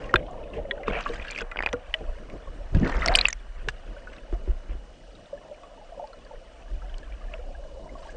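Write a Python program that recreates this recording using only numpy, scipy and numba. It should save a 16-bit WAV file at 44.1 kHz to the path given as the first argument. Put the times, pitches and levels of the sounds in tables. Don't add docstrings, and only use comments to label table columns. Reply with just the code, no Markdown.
import sys
import numpy as np
from scipy import signal
from scipy.io import wavfile
from scipy.ndimage import uniform_filter1d
from numba import njit

SR = 44100
rng = np.random.default_rng(int(sys.argv[2]) if len(sys.argv) > 2 else 0)


def wav_out(sig):
    wavfile.write(sys.argv[1], SR, np.round(np.clip(np.atleast_2d(sig).T, -1, 1) * 32767).astype(np.int16))


N = 359856

# time_s [s], buffet_db [dB], grip_db [dB], gurgle_db [dB]
CURRENT = [(0, -35.5, -43, -40.5), (.45, -40, -48, -43), (.8, -43.5, -49.5, -42), (1.3, -47.5, -49, -51.5),
           (1.85, -40, -62, -50.5), (2.3, -38.5, -52, -51), (2.7, -39.5, -56, -54), (2.9, -26, -36, -42.5),
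           (3.2, -33.5, -43, -39.5), (3.33, -37, -61, -64.5), (3.85, -37.5, -55.5, -51.5),
           (4.25, -45, -54, -51.5), (4.899, -46, -57, -59), (5.5, -51.5, -55.5, -50.5),
           (6.55, -47.5, -57, -53), (6.9, -35, -54.5, -55.5), (7.4, -37.5, -54.5, -49.5),
           (8.16, -39.5, -53, -47.5)]
# crest_s [s], buffet_db [dB], grip_db [dB], gurgle_db [dB]
HAND_JOLTS = [(0.155, -27, -40, -30.5), (0.589, -27, -36, -36.5), (0.904, -25.5, -30.5, -32.5),
              (.95, -34, -38.5, -34), (1.104, -25, -44, -38.5), (1.201, -28.5, -47, -40),
              (1.426, -36, -44, -45), (1.6, -31, -41, -50), (1.665, -42, -54, -44.5),
              (1.75, -36.5, -46.5, -44), (2.018, -35, -37, -44), (2.089, -27.5, -53, -41),
              (2.34, -34, -44.5, -45), (2.49, -25.5, -56, -61), (2.618, -29, -70, -46),
              (2.761, -19, -28.5, -40.5), (2.831, -42, -23, -55), (2.978, -21.5, -50, -46),
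              (3.108, -20, -34.5, -34), (3.652, -34.5, -48, -62), (4.341, -27, -63, -46.5),
              (4.409, -32.5, -48.5, -59), (4.5, -20, -39, -50), (4.716, -25, -53, -49),
              (6.341, -47, -73, -43), (6.742, -23.5, -56, -60), (6.835, -28.5, -68, -49),
              (6.94, -45, -64, -48)]
# buffet, grip, gurgle [dB/s]
JOLT_RISE = (456, 506, 402)
JOLT_FALL = (198, 301, 298)
# time_s [s], grains_db [dB], silt_db [dB], treble_db [dB]
DRIFTING_GRIT = [(0, -62.5, -79, -76), (.85, -56.5, -68.5, -80), (1.5, -61, -52, -93),
                 (1.9, -55.5, -65, -69), (2.7, -60.5, -58.5, -68), (3.5, -59.5, -61.5, -71.5),
                 (4.0, -57, -70, -68), (4.7, -68, -58, -71), (5.1, -61.5, -75, -68.5),
                 (6.1, -62.5, -67, -69.5), (7.3, -58, -71, -68), (8.16, -83, -57.5, -68)]
# start_s [s], length_s [s], grains_db [dB], silt_db [dB], treble_db [dB], sand_db [dB]
STONE_SCRAPES = [(0, 0.11, -58.5, -49.5, -62, -57), (0.135, 0.061, -51, -62, -86, -54),
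                 (0.539, 0.041, -60, -68, -64.5, -50.5), (0.876, 0.036, -38, -55, -60, -51),
                 (0.928, 0.08, -45, -36.5, -58.5, -39.5), (1.018, 0.15, -45.5, -55, -56, -57.5),
                 (1.18, 0.17, -48.5, -53, -62, -55), (1.35, 0.06, -50, -66, -55.5, -44.5),
                 (1.411, 0.01, -38, -39, -60, -51), (1.576, 0.12, -55.5, -50, -82, -61),
                 (2.752, 0.3, -50.5, -57, -62.5, -60), (2.852, 0.05, -58.5, -38.5, -53.5, -63),
                 (2.903, 0.1, -59, -39.5, -56.5, -70), (3.009, 0.12, -43.5, -33.5, -54.5, -47),
                 (3.143, 0.061, -36, -36, -55.5, -45.5), (3.22, 0.04, -43, -42.5, -52, -38),
                 (3.25, 0.016, -43, -40, -66, -52), (3.587, 0.041, -59, -67, -71, -70),
                 (3.693, 0.004, -48, -53, -48, -57), (4.12, 0.058, -61, -57, -69, -63),
                 (4.33, 0.012, -65, -49.5, -62, -72), (4.473, 0.044, -66, -57, -71, -64),
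                 (4.696, 0.039, -59, -58, -80, -59), (7.334, 0.023, -65, -50.5, -67, -57),
                 (7.985, 0.14, -59.5, -82, -61.5, -65.5)]
WALL_MODES = (1275, 1620, 1818, 2517, 3056)
# start_s [s], level_db [dB], low_hz [Hz], low_db [dB], high_hz [Hz], high_db [dB],
# crack_db [dB], t60_s [s]; low_db, high_db and crack_db are relative to level_db, t60_s is limited in use
PEBBLE_CLICKS = [(0.0934, -29, 1870, -4, 2460, -23, -13, 0.06),
                 (0.14, 2.2, 1346, -3.5, 2950, -21.5, -17, 0.0095),
                 (0.1585, -4.5, 1600, -3.5, 3550, -8, -30, 0.02),
                 (0.5345, -39, 1830, -18, 2650, 0.5, -24, 0.043),
                 (0.71, -14.5, 1894, -1.5, 3380, -7, -20, 0.026),
                 (0.833, -29.5, 2050, -5.5, 2380, -11, -11, 0.039),
                 (0.8804, -11.5, 1140, -5, 2570, -18, -13, 0.016),
                 (0.952, -17, 1830, -12, 2440, -10, -20, 0.026),
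                 (1.008, -19.5, 1530, -8, 2520, -16, 0.5, 0.02),
                 (1.061, -14, 1150, -4, 2900, -32, -21, 0.046),
                 (1.197, -29, 1990, -3, 2410, -2.5, -14, 0.024),
                 (1.2493, -33, 1610, 2.5, 2620, -18, -8, 0.027),
                 (1.2812, -27.5, 1700, -10, 2780, -3.5, -16, 0.04),
                 (1.3168, -23.5, 2400, -10, 2390, -14, 1, 0.034),
                 (1.348, -27, 1540, -13, 2700, -3, -20, 0.021),
                 (1.3606, -25, 2480, -10, 2480, -0.5, -22, 0.02),
                 (1.3766, -23, 2100, -2, 2450, -10, -23, 0.016),
                 (1.3867, -17, 2250, -10, 2470, -4.5, -2, 0.013),
                 (1.4071, -24, 1570, -2, 3330, -7, -18, 0.018),
                 (1.5148, -22.5, 2010, -7, 2450, -11, -4, 0.042),
                 (1.559, -24.5, 1530, 2.5, 2860, -23, -28, 0.012),
                 (1.5705, -24, 2500, 1, 2840, 1, -27, 0.011), (1.589, -16, 2180, 0, 2420, -11, -30, 0.014),
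                 (1.605, -22, 1830, 3, 2470, -25, -22, 0.011),
                 (1.6249, -18, 1810, -2, 2480, -21, -7.5, 0.014),
                 (1.635, -22.5, 2430, -4.5, 2440, -15, -5, 0.031),
                 (1.661, -10, 2465, -7, 2515, -9, -8, 0.03),
                 (1.672, -16.5, 1700, 0, 2450, -18, -29, 0.0036),
                 (1.6884, -30, 2380, -1, 3500, -4.5, -2, 0.018),
                 (1.729, -13.5, 1960, -10.5, 5880, -18, -2.5, 0.016),
                 (1.94, -10.5, 1930, -6.5, 2990, -2.5, -4.5, 0.024),
                 (2.299, -29.5, 2240, -14, 2420, -17, -3, 0.04),
                 (2.7481, -23, 1650, -11.5, 2590, -20, 0, 0.06),
                 (2.798, -35.5, 3900, -14, 6040, -6.5, -6, 0.012),
                 (2.831, -25, 1800, -5, 2710, -21, -21, 0.048),
                 (2.8459, -24.5, 1600, -7, 2190, -3.5, -15, 0.022),
                 (2.8699, -22.5, 1480, -2, 3460, -28, -17, 0.025),
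                 (2.8754, -22, 960, -9, 2630, -15, 2.5, 0.02),
                 (2.9249, -25, 1820, -0.5, 2610, -27, -20, 0.032),
                 (2.941, -29, 1400, -9, 2200, 0, -10, 0.018), (2.967, -36, 3680, -7, 5500, -4, -8, 0.014),
                 (3.012, -39.5, 3650, 3, 5600, -11, -10, 0.026),
                 (3.02, -20.5, 2020, 0.5, 2450, -20, -16, 0.036),
                 (3.06, -5.5, 1380, -24, 5240, -6, -2.5, 0.0038),
                 (3.077, -17.5, 3730, -8, 8600, -14.5, 4, 0.011),
                 (3.0828, -6, 2100, -7, 4440, -7.5, -20, 0.017),
                 (3.139, -16.5, 1480, -15, 4030, -4, -26, 0.0092),
                 (3.1512, 0.9, 2480, -9.5, 3040, -5, -24.5, 0.019),
                 (3.1553, -14.5, 2450, -20, 4730, 6.5, 4, 0.012),
                 (3.1727, -13, 1530, -8.5, 7200, -12, -12, 0.023),
                 (3.1875, -1, 2450, -12, 3890, -9, -6, 0.019),
                 (3.2112, -5.5, 2330, -17, 4140, -3, -21, 0.014),
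                 (3.2536, -2.5, 2310, -12, 2640, 0, -23, 0.014),
                 (3.265, -25, 2470, -5, 4540, -3.5, -10, 0.029),
                 (3.2841, -6, 2010, -14.5, 7260, -9, -7, 0.02),
                 (3.304, -26, 1850, -12, 6450, -4, -10, 0.034),
                 (3.328, -12, 2220, -11.5, 5780, -7, -12, 0.014),
                 (3.686, -10, 1696, -10, 2770, -17, 2, 0.032),
                 (4.072, -36.5, 1480, 2, 2930, -28.5, -23, 0.068),
                 (4.326, -40, 750, -4, 1500, -7, -3, 0.025), (4.477, -39, 690, -2, 1500, -22, -18, 0.03),
                 (5.633, -36, 1125, -5.5, 2560, -20, -1, 0.095),
                 (6.131, -38, 1340, -2.5, 4180, -10.5, -10, 0.045),
                 (6.982, -35, 4400, -5, 6300, -9, -6, 0.005),
                 (7.338, -27, 2440, -12, 2610, -0.5, -18, 0.011)]
# start_s [s], level_db [dB, sounded 1 dB lower], pitch_hz [Hz]
GRAIN_TICKS = [(.042, -34.5, 2780), (.145, -29, 926), (0.1573, -13, 2470), (.1978, -43, 2260),
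               (0.2283, -42, 2200), (0.2655, -43.5, 3130), (.311, -49, 6950), (0.438, -41.5, 2550),
               (.6532, -45, 1930), (0.779, -38, 1520), (0.902, -30, 2220), (.922, -30, 2500),
               (0.933, -26, 2650), (.944, -27, 2270), (.959, -25, 2400), (.982, -38, 2970),
               (.968, -26, 2300), (0.989, -27, 2500), (1.01, -39, 2700), (1.025, -39, 4800),
               (1.039, -37, 3800), (1.056, -32, 2520), (1.066, -24.5, 1650), (1.079, -33, 2780),
               (1.090, -36, 3800), (1.138, -39, 3200), (1.144, -39.5, 4870), (1.156, -42, 1610),
               (1.1787, -39, 1940), (1.2172, -34, 2470), (1.223, -31, 2500), (1.270, -42, 4300),
               (1.273, -32, 1630), (1.283, -39, 4420), (1.291, -39, 4400), (1.290, -31.5, 1640),
               (1.302, -28, 2380), (1.307, -29.5, 4340), (1.311, -29, 6970), (1.324, -30, 2400),
               (1.332, -35, 3350), (1.378, -32.5, 4850), (1.399, -30, 2800), (1.408, -33.5, 5000),
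               (1.415, -32, 1500), (1.415, -36, 6700), (1.519, -30, 1370), (1.644, -40, 2900),
               (1.739, -25, 1410), (1.9396, -34, 4500), (2.856, -26, 1670), (2.863, -24.5, 1800),
               (2.898, -38, 1980), (2.905, -36, 1600), (2.954, -31, 2100), (2.983, -34, 2120),
               (3.032, -23, 1380), (3.043, -23, 1880), (3.053, -30, 1450), (3.06, -25, 1380),
               (3.156, -10, 8300), (3.161, -20, 4770), (3.168, -24, 4970), (3.188, -33, 7300),
               (3.21, -37, 8600), (3.225, -27, 1860), (3.263, -42, 1280), (3.271, -43, 7260),
               (3.273, -26, 2500), (3.299, -27, 1850), (3.304, -34, 3600), (4.1, -46, 2700),
               (4.1346, -43.5, 1640), (4.165, -45, 3770), (4.1835, -40.5, 2640), (4.233, -46, 1640),
               (5.1524, -43.5, 3780), (5.258, -46.5, 3620), (5.545, -45, 2400), (6.073, -43, 4600),
               (6.249, -45.5, 4630), (6.623, -45, 2630), (6.982, -47, 8000), (6.896, -43.5, 3100),
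               (6.942, -37.5, 2980), (7.123, -40.5, 2330), (7.24, -47, 1650), (7.38, -47, 1890),
               (7.638, -48, 1590)]
# start_s [s], dent_db [dB], ring_db [dB]
WALL_DENTS = [(1.5593, -20.5, -62), (1.5707, -24, -45), (1.589, -18.5, -42), (1.6046, -15.5, -46),
              (1.624, -31, -46), (1.635, -16, -43), (1.6617, -13.5, -33), (1.6704, -21, -56),
              (1.6883, -26, -49), (1.734, -16.5, -52), (3.2495, -20, -40)]
# start_s [s], level_db [dB], pitch_hz [Hz at the start]
SOFT_BLIPS = [(.306, -35, 700), (.338, -40, 924), (.408, -34, 598), (.565, -25, 454), (.597, -33, 622),
              (.648, -31.5, 599), (.712, -34.5, 402), (.797, -34.5, 746), (.845, -37, 583),
              (.967, -26.5, 684), (1.097, -26.5, 460), (1.414, -30, 459), (1.734, -20.5, 477),
              (1.944, -31, 622), (2.005, -36, 444), (2.47, -39, 1077), (3.026, -23, 1267),
              (3.058, -25, 678), (3.073, -23, 660), (3.089, -19, 648), (3.101, -20.5, 701),
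              (3.119, -20, 744), (3.142, -25, 675), (3.182, -30, 707), (3.963, -40.5, 1480),
              (3.966, -36.5, 565), (4.346, -36.5, 670), (4.454, -45, 502), (4.566, -45, 610),
              (4.619, -48, 577), (5.328, -25.5, 558), (5.373, -45, 1680), (5.446, -43, 636),
              (5.511, -32, 582), (5.712, -43, 590), (5.774, -46.5, 903), (5.777, -46, 613),
              (5.793, -41.5, 602), (5.81, -42.5, 820), (5.92, -33.5, 660), (5.974, -35, 556),
              (5.992, -34.5, 870), (5.993, -29, 694), (6.01, -37, 530), (6.025, -28.5, 586),
              (6.038, -32.5, 845), (6.308, -40.5, 873), (6.262, -48, 1640), (6.815, -44, 1290),
              (6.818, -47, 1540), (6.84, -43, 720), (6.893, -48.5, 1560), (7.028, -42.5, 1660),
              (7.07, -50, 1030), (7.21, -46.5, 1190), (7.281, -44, 1700), (7.338, -33, 635),
              (7.388, -36.5, 490), (7.501, -38.5, 547), (7.547, -41, 1590), (7.59, -39, 548),
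              (7.646, -37.5, 610), (7.769, -37, 540), (7.68, -50, 1020), (7.82, -52, 900),
              (7.86, -41.5, 930), (7.89, -44, 2050), (7.951, -38, 1080), (8.016, -37.5, 645),
              (8.025, -43, 1040), (7.99, -47, 940), (8.052, -41, 890), (8.07, -45, 1110),
              (8.09, -38.5, 1620)]
# start_s [s], level_db [dB], body_hz [Hz], shell_hz [Hz], shell_db [dB re body]
HOUSING_BUMPS = [(0.142, -21.5, 119, 365, 8), (0.88, -25, 197, 440, 6), (1.736, -34, 112, 273, 8),
                 (2.72, -25, 99, 200, -21), (2.744, -10.5, 87, 205, -12), (2.762, -13, 158, 238, -6.5),
                 (2.78, -20, 90, 162, -5), (2.809, -15.5, 166, 202, -20), (2.825, -17.5, 208, 230, 1.5),
                 (2.862, -27, 155, 283, 7.5), (3.677, -31, 124, 428, 4), (4.327, -28.5, 88.5, 346, 3.5),
                 (4.476, -34, 94, 365, 6), (4.489, -27, 58, 348, -9), (4.693, -36.5, 92, 316, -1.5)]
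# pitch_hz [Hz], density_db [relative dB per Hz]
HISS_SPECTRUM = [(53, -38), (90, -11.5), (367, -18), (583, 3), (1290, -28), (2730, -9.5), (2940, -13),
                 (3180, -15), (5780, -21.5), (8330, -25.5), (9000, -33), (11700, -63), (19800, -120)]
# order [multiples of the picture rate], then level_db [dB rms]
WHINE_MULTIPLES = (96, 97, 98, 195, 292, 293)
WHINE_LEVELS = (-84.5, -80, -69.5, -81, -96, -83)

SCRAPE_RISE_DB_S, SCRAPE_FALL_DB_S = 1199, 1298
SLIP_RATE_HZ, SLIP_S = 260, 0.0018
CONTACT_S = .0011
BOUNCE_S = .003
HIGH_RING_HZ = 2710
TICK_CYCLES, TICK_RISE_S = 55, 0.00032
DENT_HZ, DENT_T60_S, THIN_HZ, THIN_T60_S = 717, 0.0029, 4770, 0.013
BLIP_CYCLES = 56
BODY_T60_S, SHELL_T60_S = 0.059, 0.055
HISS_DB = -62
PICTURE_HZ = 30000 / 1001
TOP_HZ, CONVERTER_HZ = 8950, 16300
CEILING = .71


def undb(db):
    return 10 ** (np.asarray(db) / 20)


def unit(x):
    return x / np.sqrt(np.mean(x ** 2))


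def columns(table):
    return np.transpose(table).copy()


def curves(table):
    s, *values = columns(table)
    return [np.interp(np.arange(N) / SR, s, value) for value in values]


def noise():
    return rng.standard_normal(N)


def band(x, lo_hz, hi_hz, order=2):
    return signal.sosfilt(signal.butter(order, [lo_hz, min(hi_hz, .45 * SR)], "band", fs=SR, output="sos"), x)


def walk(rate_hz):
    k = int(SR / rate_hz)
    held = np.repeat(rng.standard_normal(N // k + 1), k)
    return 1.46 * uniform_filter1d(uniform_filter1d(held, k), k)[:N]


def decay(x, seconds):
    return signal.lfilter([1], [1, -np.exp(-1 / (seconds * SR))], x)


@njit
def rings(n, start, hz, t60, size, rise, glide):
    out = np.zeros(n)
    for e in range(len(start)):
        i0, length, phase, gain = int(start[e] * SR), int(t60[e] * SR), 0., size[e]
        fall = 1000. ** (-1 / max(length, 1))
        for i in range(min(length, n - i0)):
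            phase += 2 * np.pi * hz[e] * (1 + glide * i / length) / SR
            if i < rise * SR:
                out[i0 + i] += gain * np.sin(np.pi / 2 * i / (rise * SR)) ** 2 * np.sin(phase)
            else:
                gain *= fall
                out[i0 + i] += gain * np.sin(phase)
    return out


def swarm(count, modes_hz, octaves, cycles, scatter_db, rise, glide, wander=0.):
    when = rng.random(count) * N / SR
    spread = octaves * rng.standard_normal(count)
    size = np.minimum(rng.exponential(size=count), 3.5)
    drift = wander * walk(9)[(when * SR).astype(int)]
    hz = np.clip(rng.choice(modes_hz, size=count) * 2 ** (spread + drift), 100, .4 * SR)
    return unit(rings(N, when, hz, cycles / hz, undb(scatter_db * size), rise, glide))


def swells(start, length, db, rise_db_s, fall_db_s):
    t, power = np.arange(0, N + 64, 64) / SR, 0
    for s, hold, top_db in zip(start, length, db):
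        before, after = np.maximum(s - t, 0), np.maximum(t - s - hold, 0)
        power = power + undb(top_db - rise_db_s * before - fall_db_s * after) ** 2
    return np.interp(np.arange(N) / SR, t, np.sqrt(power))


def buffeting():
    return unit(band(noise(), 21.4, 37.7) + undb(-7.5) * band(noise(), 41.3, 59.2, order=3))


def grip_rub():
    return unit(band(noise(), 76, 430, order=3) * undb(2.8 * walk(30)))


def gurgle():
    low = swarm(count=4000, modes_hz=(498.2, 564.7, 589.7, 611, 682.3), octaves=0.082, cycles=47.0,
                scatter_db=2.5, rise=0.002, glide=0.079, wander=.05)
    high = swarm(count=1500, modes_hz=(880, 980, 1120), octaves=.12, cycles=90.0,
                 scatter_db=4.5, rise=0.0015, glide=0.018, wander=.09)
    return low + undb(-11.0) * high


def flow():
    s, *jolt_db = columns(HAND_JOLTS)
    out = np.zeros(N)
    settings = zip((buffeting(), grip_rub(), gurgle()), curves(CURRENT), jolt_db, JOLT_RISE, JOLT_FALL)
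    for layer, steady_db, db, rise, fall in settings:
        jolts = swells(s, np.zeros_like(s), db, rise, fall)
        out += np.hypot(undb(steady_db), jolts) * layer
    return out


def slips():
    strength = undb(4.0 * np.minimum(rng.exponential(size=N), 3.5))
    jerks = (rng.random(N) < SLIP_RATE_HZ / SR) * strength
    return unit(.12 + unit(uniform_filter1d(decay(jerks, SLIP_S), size=30)))


def grit():
    start, length, *scrape_db = columns(STONE_SCRAPES)
    clusters = undb(1.7 * walk(110)) * np.sqrt(0.71 + .25 * slips() ** 2)
    scraped = [clusters * swells(start, length, db, SCRAPE_RISE_DB_S, SCRAPE_FALL_DB_S) for db in scrape_db]
    gains = [np.hypot(undb(steady_db + 0.6 * walk(25)), burst)
             for steady_db, burst in zip(curves(DRIFTING_GRIT), scraped)]
    grains = swarm(count=9000, modes_hz=WALL_MODES, octaves=0.1503, cycles=76.0,
                   scatter_db=4.0, rise=0.00032, glide=0., wander=.06)
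    silt = unit(band(noise() * undb(2.2 * walk(220)), 570, 1920, order=4))
    treble = swarm(count=14000, modes_hz=(4200, 6000), octaves=0.39, cycles=180.0,
                   scatter_db=-2.5, rise=0.00023, glide=0.)
    sand = unit(band(noise() * undb(2.5 * walk(220)), 1600, 3050, order=5))
    return gains[0] * grains + gains[1] * silt + gains[2] * treble + scraped[3] * sand


def pebble_clicks():
    s, level_db, low_hz, low_db, high_hz, high_db, crack_db, t60 = columns(PEBBLE_CLICKS)
    t60, out = np.clip(t60, .004, .2), np.zeros(N)
    high_share = np.minimum(HIGH_RING_HZ / high_hz, .8)
    for hz, db, share in ((low_hz, low_db, 1.), (high_hz, high_db, high_share)):
        ring_db, ring_t60 = level_db + db, share * t60
        out += rings(N, s, hz, ring_t60, undb(ring_db), CONTACT_S, 0.)
        for ratio, lag in zip((.86, 1.15), rng.random((2, len(s)))):
            late = s + BOUNCE_S * lag
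            out += rings(N, late, ratio * hz, 0.77 * ring_t60, undb(ring_db - 12.5), CONTACT_S, 0.)
    strikes = np.zeros(N)
    strikes[(s * SR).astype(int)] = undb(level_db + crack_db)
    crack = band(decay(strikes, 0.00031) * noise(), 600, 4000)
    crunch = undb(-5.0) * band(decay(strikes, 0.0039) * noise(), 590, 2900)
    return out + crack + crunch


def grain_ticks():
    s, level_db, hz = columns(GRAIN_TICKS)
    out = rings(N, s, hz, TICK_CYCLES / hz, undb(level_db - 1.0), TICK_RISE_S, 0.)
    for way in (-1, 1):
        late = s + BOUNCE_S * rng.random(len(s))
        near = hz * 2 ** (way * (0.088 + 0.2 * rng.random(len(s))))
        out += rings(N, late, near, 0.66 * TICK_CYCLES / near, undb(level_db - 10.5), TICK_RISE_S, 0.)
    return out


def wall_dents():
    s, dent_db, ring_db = columns(WALL_DENTS)
    each = np.ones(len(s))
    dents = rings(N, s, DENT_HZ * each, DENT_T60_S * each, undb(dent_db), 0.00088, 0.)
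    thin = rings(N, s, THIN_HZ * each, THIN_T60_S * each, undb(ring_db), 0.00083, 0.)
    return thin - dents


def soft_blips():
    s, level_db, hz = columns(SOFT_BLIPS)
    return rings(N, s, hz, BLIP_CYCLES / hz, undb(level_db), 0.0053, 0.11)


def bumps():
    s, level_db, body_hz, shell_hz, shell_db = columns(HOUSING_BUMPS)
    each = np.ones(len(s))
    body = rings(N, s, body_hz, BODY_T60_S * each, undb(level_db), 0.0084, 0.)
    shell = rings(N, s, shell_hz, SHELL_T60_S * each, undb(level_db + shell_db), 0.00082, 0.)
    return body + shell


def whine():
    turn = 2 * np.pi * PICTURE_HZ * np.arange(N) / SR
    return sum(np.sqrt(2) * undb(db) * np.sin(k * turn) for k, db in zip(WHINE_MULTIPLES, WHINE_LEVELS))


def hiss():
    hz, density_db = columns(HISS_SPECTRUM)
    out = np.zeros(N)
    for centre in 100 * 2 ** (np.arange(20) / 3):
        band_db = np.interp(np.log(centre), np.log(hz), density_db) + 10 * np.log10(centre)
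        layer = unit(band(noise(), centre * 2 ** (-1 / 6), centre * 2 ** (1 / 6)))
        out += undb(band_db + 1.2 * walk(30)) * layer
    return undb(HISS_DB) * unit(out)


def scene():
    water_and_grit = flow() + grit()
    impacts = pebble_clicks() + grain_ticks() + wall_dents() + soft_blips() + bumps()
    return (water_and_grit + impacts + whine() + hiss())[None]


def lowpass(x, hz):
    return signal.sosfilt(signal.ellip(12, .2, 90, hz, fs=SR, output="sos"), x)


def record(dry):
    x = lowpass(dry, TOP_HZ)
    limited = x / (1 + (x / CEILING) ** 14) ** (1 / 14)
    return lowpass(limited, CONVERTER_HZ)


dry = scene()
out = record(dry)
wav_out(out)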